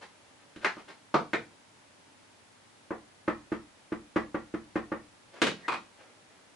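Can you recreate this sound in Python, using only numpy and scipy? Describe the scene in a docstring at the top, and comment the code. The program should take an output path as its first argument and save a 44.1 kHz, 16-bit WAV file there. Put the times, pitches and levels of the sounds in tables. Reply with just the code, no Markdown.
"""Over a faint room hush, fingers scrape and fumble with plastic at a craft table in a small, furnished room.
An ink pad and a clear acrylic stamp block are knocked down on the mat, then the pad is dabbed nine times
on the block. The pad drops and bounces, a fingertip squeaks on the acrylic, and the block is lifted.
Each blow draws a low, booming thud from table and room and a short clack from the plastic; the scrapes
are sprays of tiny friction slips."""
import sys
import numpy as np
from scipy import signal
from scipy.fft import rfft, irfft
from scipy.io import wavfile
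from scipy.ndimage import uniform_filter1d

SR = 44100
rng = np.random.default_rng(int(sys.argv[2]) if len(sys.argv) > 2 else 0)


def transcribe(signal):
    """Save signal, clipped to [-1, 1], as a 16-bit WAV file at the path in sys.argv[1]."""
    frames = np.atleast_2d(signal).T
    limited = np.clip(frames, -1, 1)
    pcm = np.round(limited * 32767).astype(np.int16)
    wavfile.write(sys.argv[1], SR, pcm)


N = 289188

# Room rumble and microphone hiss. Each row: frequency in Hz, relative level in dB.
HUSH_COLOUR = [(15, -65), (25, -25), (69, -19.5), (101, -2.5), (124, -8.5), (178, -7), (296, -3.5),
               (336, -7), (518, -8.5), (603, -5.5), (668, -10), (862, -6.5), (1140, -10.5), (1760, -11),
               (11000, -22.5), (14300, -115), (22000, -120)]
# Stereo width of the hush. Each row: frequency in Hz, left-right correlation.
HUSH_CORRELATION = [(60, 1), (300, 0.23), (1000, 0.12), (3000, 0.05), (9000, 0.12)]
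# Plastic pushed over the mat or scraped by fingers. Each row: peak time and length in seconds, level in dB.
SLIDES = [(0.024, 0.036, -41), (0.632, 0.068, -42.5), (0.794, 0.072, -50), (0.894, 0.054, -43.5),
          (5.36, 0.11, -48.5), (5.731, 0.035, -37.5), (6.0, 0.11, -60)]
# Tone of the friction. Each row: frequency in Hz, relative level in dB.
FRICTION_COLOUR = [(80, -35), (200, -3), (450, 4), (900, -1.5), (1800, -2.5), (3000, -8), (5000, -16),
                   (10000, -30)]
# Fingers and sleeves brushing about. Each row: start and end in seconds, level in dB.
FUMBLES = [(0.05, 0.6, -68), (5.55, 5.72, -57), (5.95, 6.55, -67)]
# Resonances of the table and the room together, heard as a low thud with a lingering boom.
# Each row: frequency in Hz, relative level in dB, 60 dB decay time in seconds.
THUD_RESONANCES = [(39, -17.5, 0.58), (66, -9.5, 0.42), (99.7, -18, 0.21), (155, -10.5, 0.18),
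                   (178, -9.5, 0.17), (204, -16, 0.2), (236, -6, 0.085), (293, 2.5, 0.135),
                   (326.5, -9, 0.068), (341, 2, 0.085), (443.4, -10, 0.22), (515, -11, 0.23),
                   (570.3, -15, 0.24), (860, -16, .14), (974.3, -13, 0.13), (1135, -12, 0.12)]
# Tone of the plastic for each kind of contact. Each row: frequency in Hz, relative level in dB.
CLACK_COLOURS = {"dab": [(150, -37), (300, -6.5), (450, 6), (650, 1), (900, -1.5), (1250, 1.5), (1600, -7),
                 (2000, -10), (2400, -18), (2900, -22.5), (3600, -29), (4500, -35.5), (6500, -44),
                 (11000, -58)], "pad rim": [(55, -56), (110, -17), (200, -13.6), (380, -5.5), (600, -6),
                 (900, -4), (1400, -1.7), (1900, 2), (2500, -6.0), (3200, -16.5), (4200, -18.5),
                 (5500, -23), (7500, -31.5), (11000, -40.5)], "pad flat": [(40, -39), (80, -12.5),
                 (140, -7), (300, 1.5), (520, -1), (800, -8.5), (1150, -5), (1650, -4.5), (2100, -5.5),
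                 (2800, -7.5), (3900, -10.5), (4800, -16.5), (7000, -20.5), (11000, -32)],
                 "block flat": [(40, -65), (80, -44), (150, -8), (330, -5), (520, -3.4), (750, -4.5),
                 (1000, -2.9), (1330, -4.5), (1700, -17), (2300, -17.1), (2900, -24.5), (4000, -24.5),
                 (6000, -34), (11000, -54)], "block edge": [(55, -46), (110, -9), (220, -8), (480, 1.5),
                 (750, -6), (1100, -7), (1450, -5), (1900, 1.2), (2350, -7), (2800, -17.5), (3800, -16.5),
                 (4800, -27.5), (7000, -30.5), (11000, -47)], "block corner": [(50, -60), (100, -17),
                 (200, -11.2), (400, -7), (650, -13), (950, 2.2), (1250, -2), (1700, -9.5), (2400, -9.5),
                 (3100, -15.5), (4200, -18.5), (5800, -28.9), (7800, -30), (11000, -43)]}
# Sharper rings of the plastic for each contact. Each row: frequency and width in Hz, boost or cut in dB.
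CLACK_RINGS = {"dab": [(1300, 66, 1), (1910, 153, 1.5), (1850, 210, 4), (2450, 160, 4)],
               "pad rim": [(382, 28, 6), (1800, 190, -2), (4120, 83, 5)], "pad flat": [(1580, 75, 5),
               (2970, 110, 6.5), (3770, 250, 2.5)], "block flat": [(530.3, 50, 2), (970, 60, 0),
               (1210, 110, 3.5)], "block edge": [(1420, 66, 6), (1900, 110, -1.5), (2470, 180, 5)],
               "block corner": [(1010, 46, 0), (1260, 260, 4.5), (2480, 120, 9)]}
# Handling knocks. Each row: start in seconds, thud level in dB, clack level in dB, kind of contact.
KNOCKS = [(0.5607, -48.5, -53.5, "pad flat"), (0.6460, -48, -26.5, "pad rim"),
          (0.7669, -50, -51.5, "block flat"), (1.1420, -29.5, -24, "block flat"),
          (1.3335, -33.5, -29, "block edge"), (5.4179, -31, -24.5, "pad flat"),
          (5.6816, -43.5, -31, "block corner")]
# Landings after a knock. Each row: start in seconds, clack level in dB.
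BOUNCES = [(1.1632, -37), (1.1850, -42), (5.4402, -42), (5.4690, -31.3), (5.6920, -42), (5.7200, -37.5),
           (5.7410, -39)]
# Dabs of the pad. Each row: start in seconds, thud level in dB, rim clack in dB relative to the thud
# (low when the pad lands flat on its felt).
DABS = [(2.9055, -36.5, -1.5), (3.2779, -28.7, -4), (3.5179, -30.7, -11), (3.9198, -32.5, -11),
        (4.1596, -26.5, -5), (4.3438, -32.5, -5.5), (4.5390, -33, -13), (4.756, -29.3, -6.5),
        (4.9172, -33.5, -4.5)]
# First reflections off the table and furniture. Each row: delay in seconds, left gain, right gain.
REFLECTIONS = [(.0007, 0.34, 0.33), (.0019, 1, 0.19), (.0033, 0.68, 1), (.0056, .4, 0.24),
               (.0105, 0.23, 0.46), (.0165, .3, 0.38), (.0215, .35, .25)]
# Length of the room's tail. Each row: frequency in Hz, 60 dB decay time in seconds.
ROOM_T60 = [(100, 0.44), (300, 0.2), (800, .24), (2000, 0.205), (5000, 0.27), (10000, 0.21)]
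# Stereo width of the tail. Each row: frequency in Hz, left-right correlation.
ROOM_CORRELATION = [(60, 0.86), (300, 0.92), (600, 0.58), (1500, 0.48), (4000, 0.43), (9000, 0.2)]
# Stereo lean of the action. Each row: frequency in Hz, left minus right in dB.
BALANCE = [(60, 0.5), (150, -5), (330, 0.5), (650, -1.3), (1400, 1.5), (3000, 0.2), (9000, 0)]

RING_SAMPLES = 32768


def gain_of(db):
    """Decibels to amplitude."""
    return 10 ** (np.asarray(db) / 20)


def unit_rms(x):
    """Scales to an rms of one."""
    return x / np.sqrt(np.mean(x ** 2) + 1e-20)


def unit_blow(x):
    """Scales a blow so that its energy, spread over a twentieth of a second, has an rms of one."""
    return x / np.sqrt(np.sum(x ** 2) * 20 / SR + 1e-20)


def curve_at(points, hz):
    """Reads a curve along a log-frequency axis."""
    point_hz, value = np.transpose(points)
    return np.interp(np.log(hz + 1), np.log(point_hz + 1), value)


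def add(mix, start_s, sound):
    """Mixes a sound in at its start time."""
    part = mix[max(round(start_s * SR), 0):][:len(sound)]
    part += sound[:len(part)]


def bins(size):
    """Frequencies in Hz for a spectrum of this many samples."""
    return np.fft.rfftfreq(size, 1 / SR)


def wander(samples):
    """A random drift with an rms of one, smoothed over this many samples."""
    return unit_rms(uniform_filter1d(rng.standard_normal(N), size=samples))


def ring_of(db):
    """A click through a body with this dB response, in minimum phase: sharp start, then decay."""
    log_gain = np.log(gain_of(np.maximum(db, db.max() - 100)))
    mirrored = np.r_[log_gain, log_gain[-2:0:-1]]
    return np.fft.ifft(np.exp(np.conj(signal.hilbert(mirrored)))).real


def stereo_pair(spectra, correlation):
    """Blends two unrelated spectra into a left and right with the given correlation."""
    mid = spectra[0] * np.sqrt((1 + correlation) / 2)
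    side = spectra[1] * np.sqrt((1 - correlation) / 2)
    return np.array([mid + side, mid - side])


def hush(noise_db=-59, hum_hz=99.5, hum_db=-86):
    """A steady bed of room rumble, microphone hiss and faint mains hum."""
    hz = bins(N)
    spectra = stereo_pair(rfft(rng.standard_normal((2, N))), curve_at(HUSH_CORRELATION, hz))
    noise = irfft(spectra * gain_of(curve_at(HUSH_COLOUR, hz)), N)
    hum = np.sin(2 * np.pi * hum_hz * np.arange(N) / SR)
    return gain_of(noise_db) * unit_rms(noise) + gain_of(hum_db) * unit_rms(hum)


def friction(slips_per_s=2500):
    """A dense spray of tiny slips swells under each short slide and under the fumbling fingers."""
    pressure = fumbling()
    for peak_s, length_s, db in SLIDES:
        add(pressure, peak_s - length_s / 2, gain_of(db) * np.hanning(round(length_s * SR)))
    slips = rng.standard_normal(N) * (rng.random(N) < slips_per_s / SR)
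    scrape = irfft(rfft(slips) * gain_of(curve_at(FRICTION_COLOUR, bins(N))), N)
    return pressure * unit_rms(scrape)


def fumbling(sway_db=3, fade_s=0.04):
    """The light, uneven pressure of busy hands, as an envelope for the friction."""
    t = np.arange(N) / SR
    pressure = np.zeros(N)
    for start_s, end_s, db in FUMBLES:
        pressure += gain_of(db) * np.clip(np.minimum(t - start_s, end_s - t) / fade_s, 0, 1)
    return pressure * gain_of(sway_db * wander(2500))


def thud(db, tilt_db_per_octave, cushion_hz=620, travel_s=0.001485, edge_s=0.009074, edge_gain=0.57):
    """A cushioned push sets table and room resonating together: a low thud with a lingering boom."""
    hz = bins(RING_SAMPLES) + 1
    power = 0
    for peak_hz, peak_db, t60 in THUD_RESONANCES:
        width_hz = np.log(1000) / np.pi / t60
        detuning = (hz ** 2 - peak_hz ** 2) / (hz * width_hz)
        power += gain_of(peak_db) ** 2 / (1 + detuning ** 2)
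    cushion = 1 / (1 + (hz / cushion_hz) ** 4)
    ring = ring_of(10 * np.log10(power * cushion) + tilt_db_per_octave * np.log2(hz))
    # low bending waves travel slower; travel_s is their delay at 330 Hz, near the strongest resonances
    phase_lag = 4 * np.pi * travel_s * np.sqrt(330 * hz)
    # the wave comes back from the table's edge and holds the thud up for a few swings
    edge_echo = 1 + edge_gain * np.exp(-2j * np.pi * hz * edge_s)
    return gain_of(db) * unit_blow(irfft(rfft(ring) * edge_echo * np.exp(-1j * phase_lag)))


def clack(contact, db, chatter_s, tilt_db_per_octave=0, rebound_gain=0.95, rebounds=7):
    """A hard contact and a quick chatter of tiny rebounds ring the plastic."""
    hz = bins(RING_SAMPLES)
    colour_db = curve_at(CLACK_COLOURS[contact], hz) + tilt_db_per_octave * np.log2(1 + hz / 500)
    for ring_hz, width_hz, ring_db in CLACK_RINGS[contact]:
        colour_db += ring_db / (1 + (2 * (hz - ring_hz) / width_hz) ** 2)
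    force = np.zeros(RING_SAMPLES)
    force[0] = 1
    for k, (jitter, strength) in enumerate(rng.random((rebounds, 2))):
        rebound_s = chatter_s * (k + jitter) / rebounds
        force[round(rebound_s * SR)] += (-1) ** k * rebound_gain * strength
    # the rebounds only ripple the spectrum; the plastic sets its broad shape
    force_db = 10 * np.log10(uniform_filter1d(abs(rfft(force)) ** 2, size=101) + 1e-9)
    ring = signal.fftconvolve(force, ring_of(colour_db - force_db))[:RING_SAMPLES]
    return gain_of(db) * unit_blow(ring)


def knocks(thuds, clacks, hardening=0.55):
    """Pad and block knock on the mat: the more clack, the harder the contact and the brighter its thud."""
    for start_s, thud_db, clack_db, contact in KNOCKS:
        add(thuds, start_s, thud(thud_db, tilt_db_per_octave=-1.2 + hardening * (clack_db - thud_db)))
        add(clacks, start_s, clack(contact, clack_db, chatter_s=0.0048))


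def bounces(thuds, clacks, thud_offset_db=-13.5):
    """The piece last knocked down bounces or rocks and lands again, hardly moving the table."""
    for start_s, db in BOUNCES:
        contact = [kind for knock_s, _, _, kind in KNOCKS if knock_s < start_s][-1]
        add(thuds, start_s, thud(db + thud_offset_db, tilt_db_per_octave=-2))
        add(clacks, start_s, clack(contact, db, chatter_s=0.0026))


def dabs(thuds, clacks, usual_db=-31, felt_offset_db=-6, brightening=0.46, thinning=0.57):
    """The pad's felt touches the block first, then its case rocks over and the rim lands."""
    for start_s, db, rim_db in DABS:
        # a harder dab clacks brighter; a flatter one clacks thinner and its rim lands later
        tilt = -0.2 + brightening * (db - usual_db) - thinning * rim_db
        rim_lag_s = 0.0028 - 0.00015 * rim_db
        felt = clack("dab", db + rim_db + felt_offset_db, chatter_s=0.0028, tilt_db_per_octave=tilt)
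        rim = clack("dab", db + rim_db, chatter_s=0.00406, tilt_db_per_octave=tilt)
        add(thuds, start_s, thud(db, tilt_db_per_octave=-0.8))
        add(clacks, start_s, felt)
        add(clacks, start_s + rim_lag_s, rim)


def squeak(peak_s=5.654, hz=1900, db=-41, rise_s=0.016, fall_s=0.004, waver=0.035):
    """A fingertip drags on the acrylic: an unsteady stick-slip tone builds, then stops as it lets go."""
    t = np.arange(N) / SR - peak_s
    grip = np.exp(-abs(t / np.where(t < 0, rise_s, fall_s)))
    pitch_hz = hz * (1 + waver * wander(90))
    tone = np.sin(2 * np.pi * np.cumsum(pitch_hz) / SR)
    return gain_of(db) * grip * unit_rms(tone)


def room_response(tail_db, reflection_db, onset_s=0.0027, build_s=0.00067):
    """Direct sound, first reflections and a short diffuse tail that lingers longest in the bass."""
    t = np.arange(RING_SAMPLES) / SR
    hz, frame_s, noise = signal.stft(rng.standard_normal((2, RING_SAMPLES)), SR, nperseg=256)
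    noise = stereo_pair(noise, curve_at(ROOM_CORRELATION, hz)[:, None])
    decay = gain_of(-60 * frame_s / curve_at(ROOM_T60, hz)[:, None])
    tail = signal.istft(noise * decay, SR, nperseg=256)[1][:, :RING_SAMPLES]
    tail *= 1 - np.exp(-np.maximum(t - onset_s, 0) / build_s)
    response = gain_of(tail_db) * tail / np.linalg.norm(tail[0])
    response[:, 0] += 1  # direct sound
    for delay_s, *gains in REFLECTIONS:
        response[:, round(delay_s * SR)] += gain_of(reflection_db) * np.array(gains)
    response /= np.linalg.norm(response, axis=1, keepdims=True)
    # the room passes about the same energy in every band and adds only a fine ripple
    power = (abs(rfft(response)) ** 2).mean(0)
    band_db = 10 * np.log10(uniform_filter1d(power, size=61) + 1e-12)
    return signal.fftconvolve(response, ring_of(-band_db)[None], axes=1)[:, :RING_SAMPLES]


def room(sound, tail_db, reflection_db, poses):
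    """Moving hands and arms change the paths through the room: crossfades one response per pose."""
    pose = np.linspace(0, poses - 1, N)
    heard = np.zeros((2, N))
    for k in range(poses):
        fade = np.sqrt(np.maximum(1 - abs(pose - k), 0))
        response = room_response(tail_db, reflection_db)
        heard += signal.oaconvolve((sound * fade)[None], response, axes=1)[:, :N]
    return heard


def scene():
    """The thuds stay fairly dry, while the small plastic parts are heard mostly by way of the room."""
    thuds, clacks = np.zeros((2, N))
    dabs(thuds, clacks)
    knocks(thuds, clacks)
    bounces(thuds, clacks)
    low_end = room(thuds, tail_db=-3.5, reflection_db=-12, poses=1)
    plastic = room(clacks + friction() + squeak(), tail_db=9.0, reflection_db=1.5, poses=12)
    lean_db = curve_at(BALANCE, bins(N)) / 2
    action = irfft(rfft(low_end + plastic) * gain_of([lean_db, -lean_db]), N)
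    return action + hush()


def record(dry):
    """A steep low-pass takes off the air above 11.2 kHz."""
    low_pass = signal.firwin(401, 11200, window=("kaiser", 8), fs=SR)
    return signal.oaconvolve(dry, low_pass[None], "same")


dry = scene()
out = record(dry)
transcribe(out)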